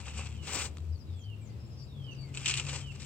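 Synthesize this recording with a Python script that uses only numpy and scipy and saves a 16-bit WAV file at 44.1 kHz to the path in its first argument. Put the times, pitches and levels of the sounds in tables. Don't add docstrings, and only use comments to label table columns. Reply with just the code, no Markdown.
import sys
import numpy as np
from scipy import signal
from scipy.fft import rfft, irfft, next_fast_len
from scipy.io import wavfile

SR = 44100
rng = np.random.default_rng(int(sys.argv[2]) if len(sys.argv) > 2 else 0)


def level_to_linear(level):
    exponent = np.asarray(level, float) / 20
    return 10 ** exponent


def to_wav(sig):
    pcm = np.clip(np.atleast_2d(sig), -1, 1) * 32767
    pcm = np.round(pcm).astype(np.int16)
    wavfile.write(sys.argv[1], SR, pcm.T)


N = 134505
T = np.arange(N) / SR


def rms_one(x):
    return x / np.sqrt(np.mean(x ** 2) + 1e-20)


def at_hz(points, hz):
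    p = np.array(points, float)
    return np.interp(np.log(np.maximum(hz, 1)), np.log(p[:, 0]), p[:, 1])


def drift(rate_hz):
    r = np.exp(-2 * np.pi * rate_hz / SR)
    slow = signal.lfilter([1], [1, -2 * r, r * r], rng.standard_normal(N + SR))
    return rms_one(slow[SR:])


def band(x, low_hz, high_hz):
    sos = signal.butter(2, [low_hz, min(high_hz, SR / 2.2)], "band", fs=SR, output="sos")
    return signal.sosfilt(sos, x)


def pan(left_db, right_db):
    return level_to_linear(np.array([[left_db], [right_db]]))


def echoes(x, t60_s, wet_db):
    t = np.arange(SR // 4) / SR
    tail = rng.standard_normal((2, len(t))) * level_to_linear(-60 * t / t60_s) * (t > .001)
    tail = tail / np.sqrt((tail ** 2).sum(axis=1, keepdims=True))
    reflected = signal.fftconvolve(x + np.zeros((2, 1)), tail, axes=1)[:, :N]
    return x + level_to_linear(wet_db) * reflected


def rub(effort, per_s, spread_db, flutter_db, low_hz, high_hz):
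    sizes = level_to_linear(spread_db * np.minimum(rng.exponential(1, (3, N)), 5))
    sizes = sizes * rng.choice([-1, 1], (3, N))
    grit = band(sizes * (rng.random((3, N)) < per_s / SR), low_hz, high_hz)
    both = grit[0] + 0.31 * band(grit[1:], 2260, 21600)
    edges_hz = [100, 1800, 3700, 6300, 19000]
    coloured = np.zeros((2, N))
    for k, (low, high) in enumerate(zip(edges_hz, edges_hz[1:])):
        coloured += band(both, low, high) * level_to_linear(1.7 * drift(30)) * (-1) ** k
    s, db = np.transpose(effort)
    level_db = np.interp(T, s, db, -140, -140) + flutter_db * drift(34.0)
    return rms_one(coloured) * level_to_linear(level_db)


def snaps(rows, trim_db, low_hz, high_hz):
    out = np.zeros((2, N + SR))
    t = np.arange(3000) / SR
    for s, db, t60 in rows:
        noise = rng.standard_normal((3, len(t)))
        crack = 1.2 * level_to_linear(-60 * t / .004) * np.sign(noise[0])
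        decay = level_to_linear(db + trim_db - 60 * t / np.clip(t60, .004, .15))
        i = int(s * SR)
        out[:, i:i + len(t)] += decay * (noise[0] + 0.56 * noise[1:] + crack)
    return band(out[:, :N], low_hz, high_hz)


# t/s, level/dB
SCRATCH = [
    (2.33, -71),
    (2.35, -50),
    (2.445, -48),
    (2.47, -45.5),
    (2.51, -34.5),
    (2.53, -46.5),
    (2.585, -39.5),
    (2.61, -51),
    (2.64, -69),
]
# t/s, peak level/dB, ring t60/s
SNAGS = [(2.342, -36, .03), (2.348, -29, .04), (2.373, -23, .04), (2.407, -34, .015), (2.4505, -28, .02),
         (2.458, -14, .03), (2.4605, -17, .03), (2.465, -22, .03), (2.469, -21, .035), (2.4785, -14, .022),
         (2.482, -19, .02), (2.484, -14, .025), (2.489, -17, .03), (2.496, -16, .025), (2.5005, -18, .035),
         (2.5115, -19, .035), (2.518, -24, .025), (2.5395, -17, .04), (2.568, -27, .03), (2.573, -17, .035),
         (2.579, -24, .025), (2.583, -23, .035), (2.598, -19, .025), (2.65, -31, .04), (2.667, -30, .04),
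         (2.715, -34, .03), (2.739, -30, .04)]
# t/s, level/dB
FUMBLE = [
    (0, -50),
    (.032, -57),
    (.082, -47),
    (.132, -57),
    (.185, -42),
    (.242, -53),
    (.264, -48),
    (.285, -58),
    (.37, -62),
    (.41, -70),
]


def matchbox():
    box_hz, width_hz = 2656, 370
    box = rub(SCRATCH, 3800, 2.28, 0.84, 1000, 9000) + snaps(SNAGS, -9.0, 2116, 8300)
    box = box + rub(FUMBLE, 6000, 2.7, 0.17, 170, 9500)
    ring = signal.lfilter(*signal.iirpeak(box_hz, box_hz / width_hz, SR), box)
    thud = snaps(SNAGS, -14, 352, 410.0)
    return box + level_to_linear(2.5) * ring + thud


# t/s, peak level/dB, ring t60/s
TICKS = [(.002, -36, .03), (.013, -36, .02), (.0613, -40, .02), (.0812, -40, .02), (.114, -43, .012),
         (.1575, -39, .02), (.1765, -34, .03), (.195, -33, .025), (.2613, -35, .015), (.308, -44, .01),
         (.326, -43, .012), (.368, -45, .01), (.713, -46, .01), (.7705, -31, .012), (.7835, -37, .012),
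         (.804, -47, .015), (1.137, -48, .02), (1.194, -48, .015), (1.30, -52, .02), (1.423, -52, .015),
         (2.149, -48, .03), (2.27, -50, .02), (2.29, -50, .02), (2.9933, -45, .02), (2.9993, -41, .02),
         (3.0257, -42, .02)]


def loose_matches():
    return snaps(TICKS, -8.5, 1100, 6700)


# t/s, level/dB
SLEEVE = [
    (2.2, -70),
    (2.3, -67.5),
    (2.62, -46.5),
    (2.748, -42.5),
    (2.766, -44),
    (2.82, -49.5),
    (2.85, -62),
    (2.98, -61),
    (3.0, -50),
    (3.05, -50.5),
]


def coverall():
    sleeve = rub(SLEEVE, 9000, 2.59, 2.12, 250.3, 8700)
    cuffs = rub(FUMBLE, 3300, 3.9, 3.9, 590, 1380)
    return sleeve + level_to_linear(-8) * cuffs


# t/s, level/dB
SCUFF = [
    (.41, -67),
    (.442, -49.5),
    (.484, -39),
    (.582, -33.5),
    (.66, -37.5),
    (.672, -46),
    (.72, -71.5),
    (.9, -72),
    (1.0, -100),
]


def shoe_cover():
    return rub(SCUFF, 16000, 1.8, 1.5, 160, 14600)


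def person():
    notch_hz, width_hz = 650, 130
    near = matchbox() + loose_matches() + coverall() + shoe_cover()
    near = signal.lfilter(*signal.iirnotch(notch_hz, notch_hz / width_hz, SR), near)
    return echoes(near, t60_s=.07, wet_db=-12)


def bird(rows, sag, glide, hook_hz, swell, wobble_db):
    out, waver = np.zeros(N + SR), drift(51)
    for s, length, start_hz, end_hz, db in rows:
        i = int(s * SR)
        u = np.arange(min(int(length * SR), N - i)) / (length * SR)
        bend = (1 - glide) * (1 - u) ** sag + glide * (1 - u)
        hz = end_hz + (start_hz - end_hz) * bend - hook_hz * u ** 6
        hz = hz + 25 * waver[i:i + len(u)][::-1]
        fades = np.minimum(u, 1 - u) / .08
        shape = np.minimum(np.minimum(1, .36 + (u / swell) ** 4), fades)
        out[i:i + len(u)] += level_to_linear(db + 4) * shape * np.sin(2 * np.pi * np.cumsum(hz) / SR)
    return out[:N] * level_to_linear(wobble_db * waver)


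# t/s, length/s, start f/Hz, end f/Hz, level/dB
SLURS = [
    (.19, .28, 4050, 2850, -65),
    (1.065, .29, 4050, 2900, -63),
    (1.87, .28, 4100, 2850, -59.5),
    (2.66, .275, 4100, 2850, -58.5),
]
# t/s, length/s, start f/Hz, end f/Hz, level/dB
WHISTLES = [
    (1.41, .04, 2400, 2300, -73),
    (1.46, .12, 2200, 1950, -76),
    (1.59, .075, 5300, 5148, -66),
    (1.695, .045, 5250, 5100, -65),
    (1.725, .04, 7000, 5100, -74),
    (1.755, .08, 5200, 4480, -65),
    (1.765, .05, 5600, 5150, -65),
    (2.2, .13, 2400, 1978, -71),
    (2.39, .05, 3700, 3200, -62),
]


def whistling_bird():
    song = bird(SLURS, 5, .6, 330, .8, 2.0) + bird(WHISTLES, 1.5, 0, 0, .2, 3.0)
    song = song + level_to_linear(-17) * np.roll(song, int(.078 * SR))
    return echoes(song, t60_s=.3, wet_db=-2) * pan(-1.5, 1.5)


# t/s, length/s, start f/Hz, end f/Hz, level/dB
CHIRPS = [(.865, .06, 6020, 5950, -79), (.922, .045, 5900, 4350, -71), (.91, .06, 5100, 4750, -73),
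          (.97, .064, 7000, 4820, -66), (1.04, .08, 4900, 4950, -78), (1.118, .035, 5900, 4600, -74),
          (1.232, .026, 3700, 4900, -69), (1.495, .022, 4100, 4900, -68), (1.655, .024, 6300, 7600, -77),
          (1.783, .064, 6800, 4800, -63), (1.825, .022, 6500, 7300, -78), (1.865, .06, 5480, 5350, -72),
          (2.022, .05, 6200, 4750, -70), (2.08, .06, 4600, 4550, -75), (2.108, .028, 6100, 5940, -66)]
# t/s, length/s, start f/Hz, end f/Hz, level/dB
SWOOPS = [
    (1.16, .07, 7900, 6100, -70),
    (1.41, .076, 8000, 6150, -70),
]
# t/s, length/s, start f/Hz, end f/Hz, level/dB
HOLDS = [
    (2.148, .105, 5500, 4560, -60),
]


def small_bird():
    song = bird(CHIRPS, 2.4, .1, 0, .35, 3.5) + bird(SWOOPS, .8, 0, 900, .9, 2.5)
    song = song + bird(HOLDS, 7, .05, 0, .4, 1.0)
    song = song + level_to_linear(-7) * np.roll(song, int(.02 * SR))
    return echoes(song, t60_s=.15, wet_db=-5) * pan(3, -3)


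# t/s, f/Hz, level/dB
ENGINE = [(0, 75.9, -45.5), (.2, 77.33, -36.5), (.45, 76.43, -44.5), (.78, 77.26, -41.5),
          (0.919, 78.1, -30.5), (1.019, 80.2, -51), (1.108, 85.7, -37), (1.352, 106.3, -43.5),
          (1.62, 122, -47.5), (1.802, 134, -45.5), (2.699, 137.2, -41.5), (2.902, 137.4, -47)]
# f/Hz, width/Hz, level at start/dB, level at end/dB
DRONES = [
    (145.8, 11.7, -51.5, -70.5),
    (109.4, 4.3, -45, -81),
    (92.85, 22, -70, -40.5),
    (62.8, 6.2, -67, -53.5),
    (214.5, 6.3, -57.5, -76),
]


def engine():
    s, hz, db = np.transpose(ENGINE)
    pitch = np.interp(T, s, hz) + 2.49 * drift(6.2)
    level_db = np.interp(T, s, db) - 1.5 + 2.0 * drift(22.5)
    out = level_to_linear(level_db) * np.sin(2 * np.pi * np.cumsum(pitch) / SR)
    passage = 1 / (1 + np.exp((1.5 - T) / 1.37))
    for hz, width, start_db, end_db in DRONES:
        phase = 2 * np.pi * hz * T
        drone = drift(width) * np.sin(phase) + drift(width) * np.cos(phase)
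        out += level_to_linear(start_db + (end_db - start_db) * passage) * drone
    return out * pan(.4, -.4)


# f/Hz, level/dB
TOWN = [(30, -59), (70, 9), (150, -4.5), (400, -14), (800, -22.5), (2600, -30.5), (4800, -30),
        (8000, -41.5)]
# f/Hz, correlation/1
LIKENESS = [(60, 0.33), (300, 0.93), (700, 0.32), (1500, 0.035)]


def town():
    hz = np.arange(N // 2 + 1) * SR / N
    mid, side = rfft(rng.standard_normal((2, N)))
    alike = np.clip(at_hz(LIKENESS, hz), 0, 1)
    both = np.sqrt(1 + alike) * mid + np.sqrt(1 - alike) * side * np.array([[1], [-1]])
    rumble = rms_one(irfft(both * level_to_linear(at_hz(TOWN, hz)), N))
    lull_db = 4.0 * np.exp(-((T - 1.15) / 0.28) ** 2)
    return level_to_linear(-50 + 1.57 * drift(3.1) - lull_db) * rumble


def scene():
    return person() + whistling_bird() + small_bird() + engine() + town()


def port(x, points):
    size = next_fast_len(N + 4096)
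    size += size % 2
    hz = np.arange(size // 2 + 1) * SR / size
    fold = irfft(np.log(level_to_linear(at_hz(points, hz))), size)
    fold[1:size // 2] *= 2
    fold[size // 2 + 1:] = 0
    return irfft(rfft(x, size) * np.exp(rfft(fold)), size)[:N]


# f/Hz, level/dB
LEFT_PORT = [(500, 5), (1700, 0.5), (2700, 2), (3600, 1.5), (6600, 1), (7700, 10), (9000, -2), (10200, -39),
             (11200, -28), (15500, -7)]
RIGHT_PORT = [(500, 0.5), (1200, 1), (1900, -10), (2550, 7), (3500, -0.5), (6000, -11), (7200, -31),
              (10000, -37),
              (12500, -40), (15500, -34)]


def microphones(dry):
    left = port(dry[0], LEFT_PORT)
    right = port(dry[1], RIGHT_PORT)
    return np.array([left, right])


def top_cut(x):
    return signal.sosfilt(signal.butter(12, 15750, fs=SR, output="sos"), x)


def record(dry):
    mix = microphones(dry) + level_to_linear(-74) * rng.standard_normal((2, N))
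    mix = band(mix, 51.0, 19000)
    return top_cut(mix)


dry = scene()
out = record(dry)
to_wav(out)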